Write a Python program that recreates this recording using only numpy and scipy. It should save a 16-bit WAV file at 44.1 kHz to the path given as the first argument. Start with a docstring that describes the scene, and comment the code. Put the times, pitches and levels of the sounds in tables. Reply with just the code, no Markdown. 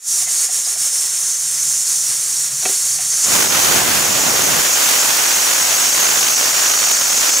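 """A pressure cooker on a gas stove, close to a phone. First steam seeps under the weight valve in puffs,
singing in the weight's hollows and squeaking twice, while the weight taps on its seat and rings the lid.
The burner's low drone swells underneath. Just after 3 s the weight lifts and the jet vents to the end:
the hollows sing louder in the hiss, and a broad, sputtering roar, probably the jet overloading each
microphone on its own, covers the bass."""
import sys
import numpy as np
from scipy import signal
from scipy.fft import rfft, irfft, next_fast_len
from scipy.io import wavfile
from scipy.ndimage import uniform_filter1d

SR = 44100
rng = np.random.default_rng(int(sys.argv[2]) if len(sys.argv) > 2 else 0)


def waveform_to_disk(signal):
    """Save audio, clipped to [-1, 1], as 16-bit WAV at the path in sys.argv[1]."""
    frames = np.transpose(np.atleast_2d(signal))
    scaled = np.clip(frames, -1, 1) * 32767
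    samples = np.round(scaled).astype(np.int16)
    wavfile.write(sys.argv[1], SR, samples)


N = 326340
TIME = np.arange(N) / SR

# Levels are relative: each layer adds its own trim.
# drone of the gas flame: (time [s], level [dB])
BURNER_FADER = [(0.0, -70), (0.6, -65), (1.34, -59.5), (2.13, -50), (2.46, -52), (2.98, -48), (3.15, -57),
                (3.3, -61)]
# the weight hits its seat: (time [s], blow [dB], treble boost [dB], bass boost [dB])
WEIGHT_TAPS = [(0.214, -33, 9, -8), (0.267, -29, 10, -9), (0.487, -28, -3, -11), (0.666, -29, 6, -11),
               (0.756, -31, 4, -14), (2.628, -28, -11, -2), (2.652, -12.5, 13, -1), (2.689, -27, 0, 9),
               (2.985, -26, 10, -14)]
# ring of the lid: (pitch [Hz], level [dB], time to fall 60 dB [s])
LID_RING = [(252, -4, 0.056), (388, -0.5, 0.1), (494, -4, 0.066), (660, 5, 0.045), (745, 5, 0.077),
            (905, 1, 0.037), (1190, -12, 0.037), (1400, -17, 0.038), (1920, -11, 0.029),
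            (2280, -4.5, 0.035), (2610, -3.5, 0.032), (3220, -7, .03)]
# squeaks of the leak: (start [s], length [s], pitch [Hz], level [dB])
LEAK_SQUEAKS = [(.255, 0.049, 2060, -40), (0.643, 0.036, 5000, -30)]

# flow through the leak, as bright hiss and as dull hiss: (time [s], level [dB])
BRIGHT_FADER = [(0.0, -52), (0.08, -25.5), (0.12, -23), (0.42, -22.5), (0.85, -23), (1.15, -26),
                (1.32, -24), (1.7, -24), (1.8, -22.5), (1.96, -22.5), (1.99, -24), (2.58, -25.5),
                (2.72, -22.5), (2.88, -24), (3.08, -22.5), (3.2, -23), (3.45, -28)]
DULL_FADER = [(0.0, -62.5), (0.15, -40), (0.44, -38), (0.84, -37.5), (1.0, -41), (1.41, -40), (2.5, -40),
              (3.02, -40.5), (3.32, -32)]
# tone of those two hisses: (frequency [Hz], gain [dB])
BRIGHT_EQ = [(2350, -26), (4000, -11.5), (4460, -21), (4970, -10.5), (5530, -2.5), (6830, -9.5), (8010, -1),
             (10700, -4), (11900, -13), (15600, -16)]
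DULL_EQ = [(18, -56), (30, -31), (95, -24), (133, -7), (269, -32), (390, -9.5), (988, -8.5), (1070, -4.5),
           (1950, -2), (2780, -4.5), (4200, -4.5), (5460, -28), (9240, -120)]
# hollows of the seated weight: (pitch [Hz], filter width [Hz], level [dB])
SEATED_HOLLOWS = [(4360, 100, -9), (4620, 220, -11.5), (5050, 150, -12), (5420, 200, -6), (5700, 120, -3),
                  (6170, 200, -2), (6350, 130, -3), (6590, 150, -1), (6880, 250, -1), (7100, 150, -4),
                  (7290, 110, -3), (7470, 130, -5), (7640, 140, -2), (8380, 200, -5), (8700, 250, -7),
                  (9000, 180, -8), (9250, 120, -8), (9480, 200, -8), (10680, 320, -10), (11300, 90, -14),
                  (12750, 400, -20)]
# the rocking weight chokes the leak: (time [s], dip [dB], length [s])
LEAK_CHOKES = [(0.265, 6.5, 0.043), (0.49, 7.5, 0.056), (0.635, 4, 0.088), (0.76, 5.5, .04),
               (0.905, 4.5, 0.042), (1.845, 3.5, .03), (2.5, 3, .02), (2.99, 3.5, .03)]
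# notch in the hiss as the weight starts to rise: (time [s], share removed [dB], centre [Hz])
NOTCH_SWEEP = [(2.25, -12, 10800), (2.4, -2, 10250), (2.5, -2, 9850), (2.65, -3, 9300), (2.8, -6, 8900),
               (2.95, -12, 8500)]
# treble band that spreads in stereo: (low edge [Hz], high edge [Hz])
STEREO_BAND = [5700, 9700]

# the whole roar, and its bass, strong in the first rush of steam: (time [s], level [dB])
ROAR_FADER = [(3.12, -69), (3.2, -64), (3.24, -34), (3.27, -27), (3.35, -19), (3.53, -19.5), (3.77, -18.5),
              (3.81, -21.5), (3.97, -20), (4.05, -22.5), (4.6, -20.5), (4.75, -21.5), (4.85, -18.5),
              (5.02, -20.5), (5.67, -21.5), (6.1, -21), (6.66, -22), (7.0, -23.5), (7.17, -23.5),
              (7.25, -21), (7.4, -24)]
BASS_RUSH = [(3.22, -26), (3.27, -7.5), (3.4, -12.5), (4.0, -7.5), (4.59, -11), (4.62, -20.5), (7.4, -21)]
# tone of the roar: (frequency [Hz], gain [dB])
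ROAR_EQ = [(15, -55), (25, -18), (110, -8), (423, -5), (616, -3), (1310, -2.5), (1460, -1.5), (1620, -3),
           (2640, -3), (5030, -5.5), (9870, -7), (14400, -11.5), (15600, -8.5)]
# swells of a throaty band in the roar: (time [s], peak [dB], length [s])
THROAT_SWELLS = [(3.9, -36, .25), (4.85, -40, 0.99), (6.082, -34, 0.19), (6.465, -36, .07),
                 (6.654, -31, 0.078)]
# the roar ducks, or spurts where the dip is negative: (time [s], dip [dB], length [s])
ROAR_DROPOUTS = [(3.38, 3.5, .02), (3.485, 6, 0.072), (5.915, 2, 0.055), (6.245, 1, .015),
                 (6.355, 6.5, 0.028), (6.53, 3, 0.048), (6.725, 3, .015), (6.76, 2, .04), (6.912, -4, .015),
                 (6.93, 3, 0.0084), (6.98, 2, .02), (7.298, 0, 0.011), (7.315, 6, .02), (7.355, 3, .015)]
# fast sputter of the roar: (time [s], depth [dB])
ROAR_SPUTTER = [(3.5, 2.2), (3.7, 1), (5.7, 1.4), (6.3, 2.3), (7.4, 2.6)]

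# whistle of the open jet: (time [s], level [dB])
WHISTLE_FADER = [(3.1, -22), (3.22, -26.5), (3.3, -19), (3.85, -20.5), (4.15, -18.5), (4.4, -19.5),
                 (5.1, -18.5), (5.76, -18.5), (6.02, -18.5), (6.86, -17.5), (7.4, -18)]
# hollows of the lifted weight: (pitch [Hz], filter width [Hz], level [dB])
LIFTED_HOLLOWS = [(4360, 160, -14), (4630, 200, -12), (5110, 90, -9), (5240, 70, -9), (5380, 110, -10),
                  (5515, 100, -5), (5710, 70, -3), (5860, 120, -6), (6100, 120, -10), (6240, 110, -3),
                  (6350, 120, 0), (6540, 70, -10), (6750, 140, -4), (6980, 220, -2.5), (7340, 180, -5.5),
                  (7650, 150, -13), (7880, 220, -9), (8120, 100, -9), (8540, 220, -12), (8950, 200, -16),
                  (9600, 180, -13)]
# surges of the whistle: (time [s], boost [dB], length [s])
WHISTLE_SURGES = [(3.243, 12, .025), (3.33, 2, 0.037), (3.63, 2.5, .06), (3.775, 2.5, 0.044),
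                  (4.74, 2, .04), (7.02, 0, .05), (7.33, 2, .04)]


def undb(db):
    return 10 ** (np.asarray(db) / 20)


def unit(x):
    return x / np.sqrt(np.mean(x ** 2))


def ramp(points):
    """Straight lines through (time [s], value) points."""
    return np.interp(TIME, *np.transpose(points))


def fader(points, fade_s=.03):
    """Gain through (time [s], level [dB]) points, fading to silence outside them."""
    times, db = np.transpose(points)
    return undb(np.interp(TIME, [times[0] - fade_s, *times, times[-1] + fade_s], [-120, *db, -120]))


def bumps(rows):
    """Sum of bell-shaped bumps: (time [s], height, length [s])."""
    return sum(height * np.exp(-(2 * (TIME - at) / length) ** 2) for at, height, length in rows)


def wobble(rate_hz):
    """Smooth random modulation with an RMS of 1."""
    hold = int(SR / rate_hz)
    steps = np.repeat(rng.standard_normal(N // hold + 1), hold)
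    return unit(uniform_filter1d(uniform_filter1d(steps, hold), hold)[:N])


def equalise(x, points):
    """Shape x by (frequency [Hz], gain [dB]) points, then bring it to an RMS of 1."""
    hz, db = np.transpose(points)
    size = next_fast_len(N)
    bin_hz = np.maximum(np.arange(size // 2 + 1) * SR / size, 1)
    gain = undb(np.interp(np.log(bin_hz), np.log(hz), db))
    return unit(irfft(rfft(x, size) * gain, size)[..., :N])


def pass_filter(x, kind, hz, order=2):
    return signal.sosfilt(signal.butter(order, hz, kind, fs=SR, output="sos"), x)


def ringing_noise(hz, width_hz):
    """White noise sent twice through one resonance."""
    b, a = signal.iirpeak(hz, hz / width_hz, SR)
    return signal.lfilter(b, a, signal.lfilter(b, a, rng.standard_normal(N)))


def pan_right(db):
    return undb(np.array([[-db], [db]]) / 2)


def widen(x, spread_db, lean):
    """A band of the treble hiss spreads in stereo and leans slightly right."""
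    spread = undb(spread_db) * np.roll(x, int(.04 * SR))  # the delay decorrelates left and right
    band = signal.butter(8, STEREO_BAND, "band", fs=SR, output="sos")
    side = signal.sosfiltfilt(band, spread - lean * x)
    return np.array([x + side, x - side])


def burner():
    """The bed: a gas flame droning unsteadily in a narrow low band."""
    return fader(BURNER_FADER) * undb(3.7 * wobble(6.3)) * unit(ringing_noise(138, width_hz=30))


def weight_taps():
    """Each tap rings the lid; a hard blow brings out the high modes, a broad one the lowest."""
    out, t = np.zeros(N), np.arange(SR // 5) / SR
    attack = 1 - np.exp(-t / .0058)
    for at, blow_db, treble_db, bass_db in WEIGHT_TAPS:
        ring = 0
        for hz, db, t60 in LID_RING:
            mode_db = db + rng.normal(0, 1.5) + treble_db * (hz > 1000) + bass_db * (hz < 500)
            ring += undb(mode_db) * np.sin(2 * np.pi * hz * t) * 1000. 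** (-t / t60)
        start = int(at * SR)
        out[start:start + len(t)] += undb(blow_db - 4.5) * attack * ring
    return out


def squeaks():
    """The leak squeaks in short, nearly pure tones."""
    out = np.zeros(N)
    for at, length, hz, db in LEAK_SQUEAKS:
        start, t = int(at * SR), np.arange(int(length * SR)) / SR
        arch = np.sin(np.pi * t / length)
        out[start:start + len(t)] += undb(db + 6) * arch * np.sin(2 * np.pi * hz * t)
    return out


def hollows(modes, flicker_db, swell_db):
    """Turbulence rings each hollow on its own, flickering fast and swelling slowly."""
    out = 0
    for hz, width_hz, db in modes:
        ring = ringing_noise(hz, 1.01 * width_hz)
        out += undb(db + flicker_db * wobble(11) + swell_db * wobble(2.56)) * ring
    return unit(out)


def seep(puff_decay_s=.024):
    """Steam slips under the seated weight: singing, bright hiss over a dull one that puffs at each tap."""
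    air = equalise(rng.standard_normal(N), BRIGHT_EQ)
    dull = equalise(rng.standard_normal(N), DULL_EQ) * undb(3 + 1.2 * wobble(35))
    bright = undb(5) * hollows(SEATED_HOLLOWS, flicker_db=1.23, swell_db=1.2) + undb(2.5) * air
    choke_db = bumps(LEAK_CHOKES)
    flow_db = wobble(15) - choke_db
    bright += (undb(-.28 * choke_db) - 1) * pass_filter(bright, "high", 10500)  # chokes reshape the top
    puffs = sum(undb(blow_db - 18) * (TIME > at) * np.exp(-np.abs(TIME - at) / puff_decay_s)
                for at, blow_db, *_ in WEIGHT_TAPS)
    dull_gain = fader(DULL_FADER) * undb(.82 * flow_db) + puffs
    return fader(BRIGHT_FADER) * undb(flow_db) * bright + dull_gain * dull


def falling_notch(hiss):
    """A narrow gap glides down through the hiss as the weight starts to rise."""
    depth = fader([(at, db) for at, db, _ in NOTCH_SWEEP])
    centre_hz = ramp([(at, hz) for at, _, hz in NOTCH_SWEEP])
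    carrier = np.exp(2j * np.pi * np.cumsum(centre_hz) / SR)
    band = signal.filtfilt(*signal.butter(1, 130, fs=SR), hiss / carrier)
    return hiss - 2 * depth * np.real(band * carrier)


def roar(common_share=.27):
    """Wide, crackly noise, probably microphone overload; it sputters most at its start and near the end."""
    bass_gain = undb(ramp(BASS_RUSH) + 14 + 1.5 * wobble(9))
    crackle = rng.standard_normal((3, N)) * undb(3 * np.minimum(rng.exponential(size=(3, N)), 6))
    centre, sides = crackle[0], crackle[1:]
    noise = equalise(np.sqrt(common_share) * centre + np.sqrt(1 - common_share) * sides, ROAR_EQ)
    bass = pass_filter(noise, "low", 450, order=1)
    treble = pass_filter(noise, "high", 6000)
    throat = unit(signal.lfilter(*signal.iirpeak(1600, 1600 / 350, SR), noise))
    throat_gain = bumps([(at, undb(db), length) for at, db, length in THROAT_SWELLS])
    spits = wobble(300)
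    # the roar sputters in brief dips rather than peaks
    sputter = np.minimum(unit(spits - uniform_filter1d(spits, SR // 40)), 1)
    side_flutter_db = .94 * np.array([wobble(70), wobble(70)])
    drop_db = bumps(ROAR_DROPOUTS)
    body_gain = undb(ramp(ROAR_SPUTTER) * sputter + side_flutter_db - drop_db)
    body = pan_right(db=2.8) * body_gain * (noise - treble + (bass_gain - 1) * bass)
    top_gain = undb(2.5 - .74 * drop_db + .87 * sputter)  # the treble follows only part of a dropout
    top = pan_right(db=.8) * top_gain * treble
    return fader(ROAR_FADER) * undb(6) * (body + top) + throat_gain * throat


def jet_whistle():
    """The open jet makes the lifted weight sing in stronger, lower hollows."""
    flow_db = bumps(WHISTLE_SURGES) + .22 * wobble(12)
    song = hollows(LIFTED_HOLLOWS, flicker_db=1.27, swell_db=.73)
    return fader(WHISTLE_FADER) * undb(1.94 + flow_db) * song


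def scene():
    """The stereo mix: the seeping cooker hands over to the open jet."""
    seeping = falling_notch(seep()) + squeaks() + weight_taps() + burner()
    whistle = widen(jet_whistle(), spread_db=-36, lean=.01)
    return widen(seeping, spread_db=-17.5, lean=.1) + whistle + roar()


def record(dry):
    """The phone rounds the loudest peaks, drops the lowest rumble and cuts the top."""
    rounded = .9 * np.tanh(dry / .9)
    top_cut = signal.ellip(10, .2, 80, 15560, fs=SR, output="sos")
    return signal.sosfilt(top_cut, pass_filter(rounded, "high", 55))


dry = scene()
out = record(dry)
waveform_to_disk(out)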